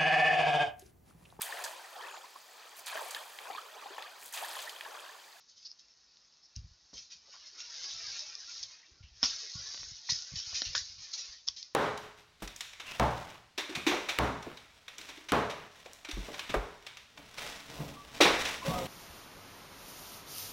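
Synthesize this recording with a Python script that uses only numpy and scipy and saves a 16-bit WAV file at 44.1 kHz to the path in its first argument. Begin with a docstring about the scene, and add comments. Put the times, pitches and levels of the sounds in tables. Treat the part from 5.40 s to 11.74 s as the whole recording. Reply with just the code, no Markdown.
"""Leaves rustle and swish as an animal shifts in a net hammock slung in dense undergrowth.
Its weight bends the boughs, and countless leaf contacts merge into noise; stems scrape by stick-slip.
Twigs snap and one branch cracks sharply, each a brief force that excites damped resonances.
Soft thuds and a low rumble of handling run underneath, and the forest hisses faintly behind,
all heard through the small mono microphone of a camera close by."""
import sys
import numpy as np
from scipy import signal
from scipy.fft import rfft, irfft, next_fast_len
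from scipy.io import wavfile

SR = 44100
rng = np.random.default_rng(int(sys.argv[2]) if len(sys.argv) > 2 else 0)


def waveform_to_disk(signal):
    """Save audio, clipped to [-1, 1], as 16-bit WAV at the path in sys.argv[1]."""
    frames = np.transpose(np.atleast_2d(signal))
    scaled = np.clip(frames, -1, 1) * 32767
    samples = np.round(scaled).astype(np.int16)
    wavfile.write(sys.argv[1], SR, samples)


N = 279594
T = np.arange(N) / SR

# soft bumps: start_s, peak_db, pitch_hz
BUMPS = [(1.162, -36, 77), (1.181, -37, 86), (1.239, -41, 78), (1.305, -52, 62), (1.528, -60, 190),
         (1.752, -66, 160), (2.521, -63, 65), (2.669, -59.5, 59.3), (3.201, -63, 69), (3.511, -59, 69.5),
         (3.603, -46.5, 91), (3.632, -44.5, 69), (3.709, -55.5, 58.7), (3.828, -47.5, 59.7),
         (4.151, -38, 111.6), (4.192, -49, 90), (4.392, -51, 76), (4.466, -56, 70), (4.513, -47, 102),
         (4.694, -47, 112), (4.719, -38.5, 118), (4.917, -44.5, 103), (4.934, -38.5, 136), (4.958, -41, 84),
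         (5.067, -51, 79.6), (5.125, -49.5, 75), (5.26, -44, 69.6), (5.279, -41, 59.3), (5.362, -49.5, 93),
         (5.409, -51, 77), (5.49, -54, 64.3), (5.578, -51.5, 79), (5.879, -60, 44), (6.076, -57, 171)]
# spectrum of touching leaf edges: frequency_hz, density_db
EDGE_SPECTRUM = [(1500, -34.5), (2800, -22), (3800, -7.5), (4700, -3), (5250, -2.5), (5800, -3.5),
                 (6500, -4.5), (7000, -9), (7600, -15.5)]


def undb(db):
    """Amplitude ratio of a level in decibels."""
    return np.exp(np.log(10) * np.asarray(db) / 20)


def unit(x):
    """Normalisation to rms 1."""
    return x / np.sqrt(np.mean(x ** 2))


def colour(x, spectrum):
    """Spectral shaping by (frequency_hz, density_db) points, at rms 1."""
    hz, db = np.transpose(spectrum)
    size = next_fast_len(N + 4096)
    bin_hz = np.maximum(np.fft.rfftfreq(size, 1 / SR), 1)
    gain = undb(np.interp(np.log(bin_hz), np.log(hz), db))
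    return unit(irfft(rfft(x, size) * gain, size)[:N])


def ring(x, hz, width_hz):
    """A damped resonator with gain 1 at its centre."""
    return signal.lfilter(*signal.iirpeak(hz, hz / min(width_hz, SR / 4), fs=SR), x)


def ring_twice(x, hz, width_hz):
    """Two equal resonators in cascade: a band with steeper skirts."""
    return ring(ring(x, hz, width_hz), hz, width_hz)


def add(out, start_s, x):
    """Superposition of a short signal from start_s on."""
    i = max(int(start_s * SR), 0)
    out[i:i + len(x)] += x[:N - i]


def crackle(per_s, spread_db):
    """Shot noise: contacts at random moments, many weak and a few strong."""
    chance, size, polarity = rng.random(N), rng.exponential(size=N), rng.choice([-1, 1], N)
    return unit((chance < per_s / SR) * polarity * undb(spread_db * np.minimum(size, 5)))


def wander(per_s):
    """Slow random modulation, interpolated between Gaussian values."""
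    knots = rng.standard_normal(2048)
    return 1.6 * np.interp(T * per_s, np.arange(len(knots)), knots)


def swell(start_s, rise_s, hold_s, decay_s):
    """An envelope of linear rise, hold and exponential decay."""
    age = T - start_s
    return np.clip(age / rise_s, 0, 1) * np.exp(-np.clip((age - rise_s - hold_s) / decay_s, 0, 20))


def forest(level_db=-65.5):
    """Broadband noise of nearly constant level: the faint hiss of the forest."""
    # frequency_hz, density_db
    hiss_spectrum = [(25, -18), (170, -4.5), (500, -7), (1100, -5), (2000, -8.5), (3100, -8.5), (4400, 1.5),
                     (5800, 0.5), (7500, -4)]
    return undb(level_db + 0.26 * wander(16)) * colour(rng.standard_normal(N), hiss_spectrum)


def trunk_echo(x, t60_s=0.17, wet_db=-15):
    """Scattering from trunks and leaves adds a weak, short reverberation to the direct sound."""
    t = T[:SR // 2]
    echo = rng.standard_normal(len(t)) * undb(-60 * t / t60_s) * np.minimum(t / 0.0082, 1)
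    return x + undb(wet_db) * signal.fftconvolve(x, echo / np.linalg.norm(echo))[:N]


def handling_rumble(sway_power, rest_db=-91, sway_db=-36.5, trail_db=-47, trail_db_per_db=0.33):
    """Structure-borne noise of handling: its power follows the sway and trails after every thud."""
    # frequency_hz, density_db
    rumble_spectrum = [(18, -22.5), (30, -5), (50, 7.5), (90, 1), (150, -6), (250, -19.5), (500, -43)]
    power = undb(rest_db) ** 2 + sway_power * undb(sway_db) ** 2
    trail = swell(0, rise_s=.025, hold_s=0, decay_s=0.05)[:SR]
    for start_s, peak_db, _ in BUMPS:
        add(power, start_s, (undb(trail_db + trail_db_per_db * peak_db) * trail) ** 2)
    uneven_db = 2.5 * wander(20)
    return np.sqrt(power) * undb(uneven_db) * colour(rng.standard_normal(N), rumble_spectrum)


def thuds(build_cycles=0.73, overtone_db=-23):
    """Heavily damped oscillation: a soft bump swings up and dies within a few cycles."""
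    out, t = np.zeros(N), T[:8192]
    for start_s, peak_db, pitch_hz in BUMPS:
        age, phase = t * pitch_hz / build_cycles, 2 * np.pi * pitch_hz * t
        fade = np.exp(1 - age)
        swing = np.sin(phase) + undb(overtone_db) * fade * np.sin(2.5 * phase)
        add(out, start_s, undb(peak_db) * (age * fade) ** 2.8 * swing)
    return out


def branch_knocks(splinter_db=-22):
    """Modal response: a blow and a short run of splintering excite the resonances of the wood."""
    # knocks and cracks: start_s, level_db, centre_hz, width_hz, splinter_decay_s
    blows = [(1.167, -61, 167, 70, .008), (1.531, -58, 480, 620, 0.029), (3.8296, -38, 980, 1200, 0.019),
             (3.8287, -41.5, 267, 130, 0.0019), (4.154, -59.5, 160, 60, 0.0038),
             (4.3445, -55, 560, 1300, .0015), (4.376, -60, 830, 1500, 0.0015),
             (4.431, -58, 760, 1310, 0.0015), (4.69, -47.5, 990, 300, 0.0091),
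             (4.689, -44, 1980, 500, 0.025), (5.128, -57, 800, 700, .008), (5.219, -47.5, 510, 680, 0.0035),
             (5.2189, -45, 1390, 893, 0.002), (5.35, -37, 1420, 1300, 0.011),
             (5.353, -41.5, 1676, 260, .028), (5.351, -53.5, 540, 330, 0.0049),
             (6.078, -55.5, 1500, 1900, .002), (6.0848, -55, 1150, 1500, 0.0097)]
    # branch resonances: pitch_hz, width_hz, gain_db
    modes = [(179, 76, 12), (250, 56, 5), (530, 230, 0.5), (714, 32, 1), (944, 110, -1), (1090, 190, 0.5),
             (1384, 110, 2), (1494, 38, -1.5), (1880, 280, 2), (1960, 380, -3), (2820, 900, 1.5)]
    out, t = np.zeros(N), T[:8192]
    for start_s, level_db, centre_hz, band_hz, decay_s in blows:
        splintering = undb(splinter_db) * rng.standard_normal(len(t)) * np.exp(-t / decay_s)
        # the hardness of the contact sets which resonances it reaches
        force = ring_twice((t == 0) + splintering, centre_hz, band_hz)
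        wood = sum(undb(gain_db) * ring(force, hz, width_hz) for hz, width_hz, gain_db in modes)
        add(out, start_s, undb(level_db) * wood / np.std(wood[:512]))
    return out


def twig_snaps(rise_s=.0004):
    """Brittle fracture: a twig's fibres break within a few milliseconds and it rings briefly."""
    # breaking twigs: start_s, level_db, pitch_hz, width_hz, decay_s
    fractures = [(0.2618, -42, 4700, 900, 0.00051), (0.3136, -40, 5070, 800, 0.0009),
                 (0.394, -48, 5530, 2500, 0.00083), (0.538, -54, 4970, 3000, 0.00064),
                 (0.77, -51.5, 4500, 2400, 0.001), (1.1616, -38, 5830, 2000, 0.0026),
                 (2.1945, -39, 5000, 3000, .0005), (2.2036, -35.5, 5000, 3000, 0.0006),
                 (2.792, -32, 5200, 2500, 0.00082), (2.952, -29, 5220, 2200, 0.00052),
                 (3.229, -38.5, 5330, 2200, 0.0029), (3.8287, -13, 5370, 450, 0.00056),
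                 (3.8285, -26.5, 3430, 600, .001), (3.833, -32, 3300, 700, 0.005),
                 (3.836, -22, 5030, 600, 0.00093), (4.0325, -33, 5300, 2500, .0005),
                 (4.3443, -38, 3600, 3000, .001), (4.376, -40, 3300, 2500, .0012),
                 (4.431, -45, 3000, 3000, .001), (4.7055, -25, 5170, 1600, 0.00087),
                 (4.9565, -38, 4800, 2600, .002), (5.218, -26, 4440, 2800, 0.0026),
                 (5.2513, -36, 4500, 2000, .002), (5.3505, -26, 4000, 3000, 0.003),
                 (5.378, -28, 4900, 2200, .003), (5.7363, -30.5, 5040, 1800, 0.0007),
                 (6.0776, -23.5, 5050, 1300, 0.0007), (6.0785, -33, 3500, 500, 0.0011),
                 (6.0846, -20, 5270, 1300, 0.00058), (6.0848, -25, 4440, 450, .0008),
                 (6.0847, -24.5, 3390, 400, 0.0008), (6.227, -36, 4970, 2200, 0.0029)]
    out, t = np.zeros(N), T[:2048]
    for start_s, level_db, pitch_hz, width_hz, decay_s in fractures:
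        fibres = rng.choice([-1, 1], len(t)) * np.minimum(t / rise_s, 1) * np.exp(-t / decay_s)
        snap = ring_twice(fibres, pitch_hz, width_hz)
        # the energy equals that of level_db held for one decay time
        add(out, start_s, undb(level_db) * snap * np.sqrt(decay_s * SR) / np.linalg.norm(snap))
    return out


def stem_scrapes():
    """Stick-slip friction makes a stiff leaf or stem ring in one narrow band."""
    # sliding contacts: start_s, level_db, length_s, pitch_hz, width_hz
    slides = [(0.247, -44.5, 0.032, 4840, 1200), (0.278, -55, 0.053, 5000, 1000),
              (1.024, -62, 0.049, 5300, 950), (1.874, -68, .03, 600, 300), (1.936, -60.5, 0.034, 945, 700),
              (2.12, -73.5, .08, 400, 180), (2.14, -65.5, 0.093, 1330, 600), (2.433, -70, 0.046, 398, 170),
              (2.487, -47, 0.049, 3700, 950), (3.427, -62, 0.023, 2030, 350), (3.47, -74, 0.13, 338, 110),
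              (4.018, -63, 0.06, 440, 170), (3.836, -31.5, 0.04, 5360, 1200),
              (4.693, -34.5, 0.044, 5180, 1300)]
    out, t = np.zeros(N), T[:8192]
    slips = crackle(per_s=3500, spread_db=1.2)
    for start_s, level_db, length_s, pitch_hz, width_hz in slides:
        grip = np.sqrt(np.maximum(1 - (2 * t / length_s - 1) ** 2, 0))
        friction = slips[int(start_s * SR):][:len(t)]
        add(out, start_s, undb(level_db) * grip * unit(ring_twice(friction, pitch_hz, width_hz)))
    return out


def bough_sway(rest_edge_db=-67, rest_rub_db=-79):
    """Loading and relaxation of the boughs set the sound power of leaf edges and of rubbing."""
    # boughs bending under the weight: start_s, edge_db, rise_s, hold_s, settle_s, relative_rub_db
    bends = [(1.775, -56.5, 0.14, 0.23, 0.21, -8.5), (2.1, -43.3, 0.34, .36, 0.19, -10.5),
             (2.95, -45, .17, 0.07, 0.09, -15), (3.263, -64.5, 0.043, 0.053, 0.15, 1),
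             (3.716, -50.5, 0.18, 0.036, 0.088, -7.5), (3.811, -40, 0.028, 0.08, 0.28, -14.5),
             (4.03, -43, 0.22, 0.08, 0.25, -14), (4.62, -42, .11, 0.07, 0.073, -18),
             (4.834, -47.5, 0.047, 0.081, 0.11, -11.5), (5.01, -43.5, 0.064, 0.32, 0.15, -15),
             (5.572, -50, 0.035, 0.33, 0.06, -12)]
    edge_power, rub_power = undb(rest_edge_db) ** 2, undb(rest_rub_db) ** 2
    for start_s, edge_db, rise_s, hold_s, settle_s, relative_rub_db in bends:
        power = (undb(edge_db) * swell(start_s, rise_s, hold_s, settle_s)) ** 2
        edge_power += power
        rub_power += power * undb(relative_rub_db) ** 2
    return edge_power, rub_power


def leaf_ticks(per_s=300, spread_db=1.6, sizes=6):
    """Sparse impacts: dry tips flick past each other, each size of leaf resonating in its own band."""
    pitches_hz = np.geomspace(2800, 6600, sizes)
    ticks = sum(ring(crackle(per_s / sizes, spread_db), hz, hz / 4) for hz in pitches_hz)
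    return colour(ticks, EDGE_SPECTRUM)


def leaf_contacts(spectrum, per_s, spread_db, ring_db, count, caught_s=.1):
    """Dense shot noise plus resonance: single leaves catch, ring at their own pitch and slip free."""
    contacts, scratching, ringing = crackle(per_s, spread_db), rng.standard_normal(N), np.zeros(N)
    caught = np.hanning(int(caught_s * SR))
    for when, smallness in rng.random((count, 2)):
        i = int(when * (N - len(caught)))
        pitch_hz = 280 + 6700 * smallness ** 1.4
        leaf = ring(scratching[i:i + len(caught)], pitch_hz, width_hz=14 + pitch_hz * .004)
        add(ringing, i / SR, caught * leaf)
    return unit(colour(contacts, spectrum) + undb(ring_db) * colour(ringing, spectrum))


def foliage(edge_power, rub_power):
    """Incoherent sources add in power: the rustle of swaying leaves and sprays that swish past."""
    # brushing sprays of leaves: start_s, level_db, rise_s, decay_s, relative_flex_db
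    sprays = [(0, -56, 0.0056, 0.018, -10.5), (.08, -56, 0.015, 0.029, -33), (.155, -56, 0.017, 0.048, -19),
              (.215, -56, 0.02, 0.022, -14), (.385, -54, 0.0074, 0.026, -29),
              (1.153, -51, 0.0035, 0.028, -13.5), (1.526, -49.5, 0.016, 0.09, -20),
              (1.555, -44, 0.025, 0.036, -13.5), (1.694, -47, 0.028, 0.042, -10),
              (1.918, -54, 0.013, 0.028, -3), (2.05, -50, 0.025, 0.018, -26),
              (2.167, -44.5, 0.04, 0.026, -6.5), (2.62, -46, 0.06, .1, -18),
              (3.225, -36, 0.0078, 0.011, -20), (3.305, -48, 0.012, 0.044, -31),
              (3.624, -65.5, 0.0081, 0.067, 4), (3.83, -26, 0.0084, 0.035, -10.5),
              (4.688, -28, 0.012, 0.028, -15.5), (4.954, -36, 0.005, 0.07, -11.5),
              (5.13, -31.7, 0.027, 0.038, -9), (5.247, -38, 0.009, 0.036, -7.5),
              (5.35, -28.5, 0.0037, 0.036, -16), (5.612, -44, 0.022, 0.024, -15),
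              (5.729, -35.5, 0.0072, 0.022, -17), (5.766, -39.5, 0.02, 0.075, -11.5),
              (6.068, -46.5, 0.0061, 0.059, -10.5), (6.16, -45, 0.008, 0.077, -14)]
    # rubbing leaves: frequency_hz, density_db
    rub_spectrum = [(150, -16), (300, -17), (450, -5.5), (750, -5), (1400, 1.5), (2200, 3.5), (3100, 5),
                    (4200, -2.5), (6000, -24)]
    # flexing blades: frequency_hz, density_db
    flex_spectrum = [(500, -26.5), (1100, -20.5), (1900, -7.5), (2500, -2.5), (3200, 0.5), (4200, -10),
                     (6000, -18.5)]
    flutter = undb(0.35 * wander(14))
    edge_power, flex_power = edge_power * flutter ** 2, 0
    ticking = np.sqrt(edge_power) * undb(-7) * leaf_ticks()
    for start_s, level_db, rise_s, decay_s, relative_flex_db in sprays:
        power = (undb(level_db) * swell(start_s, rise_s, 0, decay_s)) ** 2
        edge_power += power
        flex_power += power * undb(relative_flex_db) ** 2
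    edges = leaf_contacts(EDGE_SPECTRUM, per_s=5000, spread_db=2.1, ring_db=-3, count=1700)
    rubbing = leaf_contacts(rub_spectrum, per_s=3000, spread_db=2.2, ring_db=3, count=1900)
    clumps = undb(.7 * wander(70))  # leaves rub together unevenly
    flexing = leaf_contacts(flex_spectrum, per_s=4000, spread_db=1.5, ring_db=1, count=1600)
    rustle = np.sqrt(edge_power) * edges + np.sqrt(rub_power) * flutter * rubbing
    return clumps * rustle + np.sqrt(flex_power) * flexing + ticking


def scene():
    """All sources superpose at one microphone, the same on both channels."""
    edge_power, rub_power = bough_sway()
    undergrowth = foliage(edge_power, rub_power) + stem_scrapes() + twig_snaps() + branch_knocks()
    mono = trunk_echo(undergrowth) + thuds() + handling_rumble(edge_power) + forest()
    return np.array([mono, mono])


def record(dry, gain_db=-0.6, soft_hz=6450, cut_hz=7400, sampling_hz=16000, image_db=-56, top_hz=15700):
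    """Port resonance, a steep treble cut and a faint spectral image from the camera's slow sampling."""
    # resonances of the microphone port and housing: pitch_hz, width_hz, gain
    port_modes = [(1095, 70, .25), (1410, 150, .2), (1875, 110, .3), (2540, 90, .25), (3830, 110, .25),
                  (5250, 300, .36)]
    sensed = dry + sum(gain * ring(dry, hz, width_hz) for hz, width_hz, gain in port_modes)
    soft = signal.sosfilt(signal.butter(10, soft_hz, fs=SR, output="sos"), undb(gain_db) * sensed)
    cut = signal.sosfilt(signal.ellip(8, .3, 65, cut_hz, fs=SR, output="sos"), soft)
    image = undb(image_db) * 2 * np.cos(2 * np.pi * sampling_hz * T) * cut
    return signal.sosfilt(signal.ellip(8, .1, 65, top_hz, fs=SR, output="sos"), cut + image)


dry = scene()
out = record(dry)
waveform_to_disk(out)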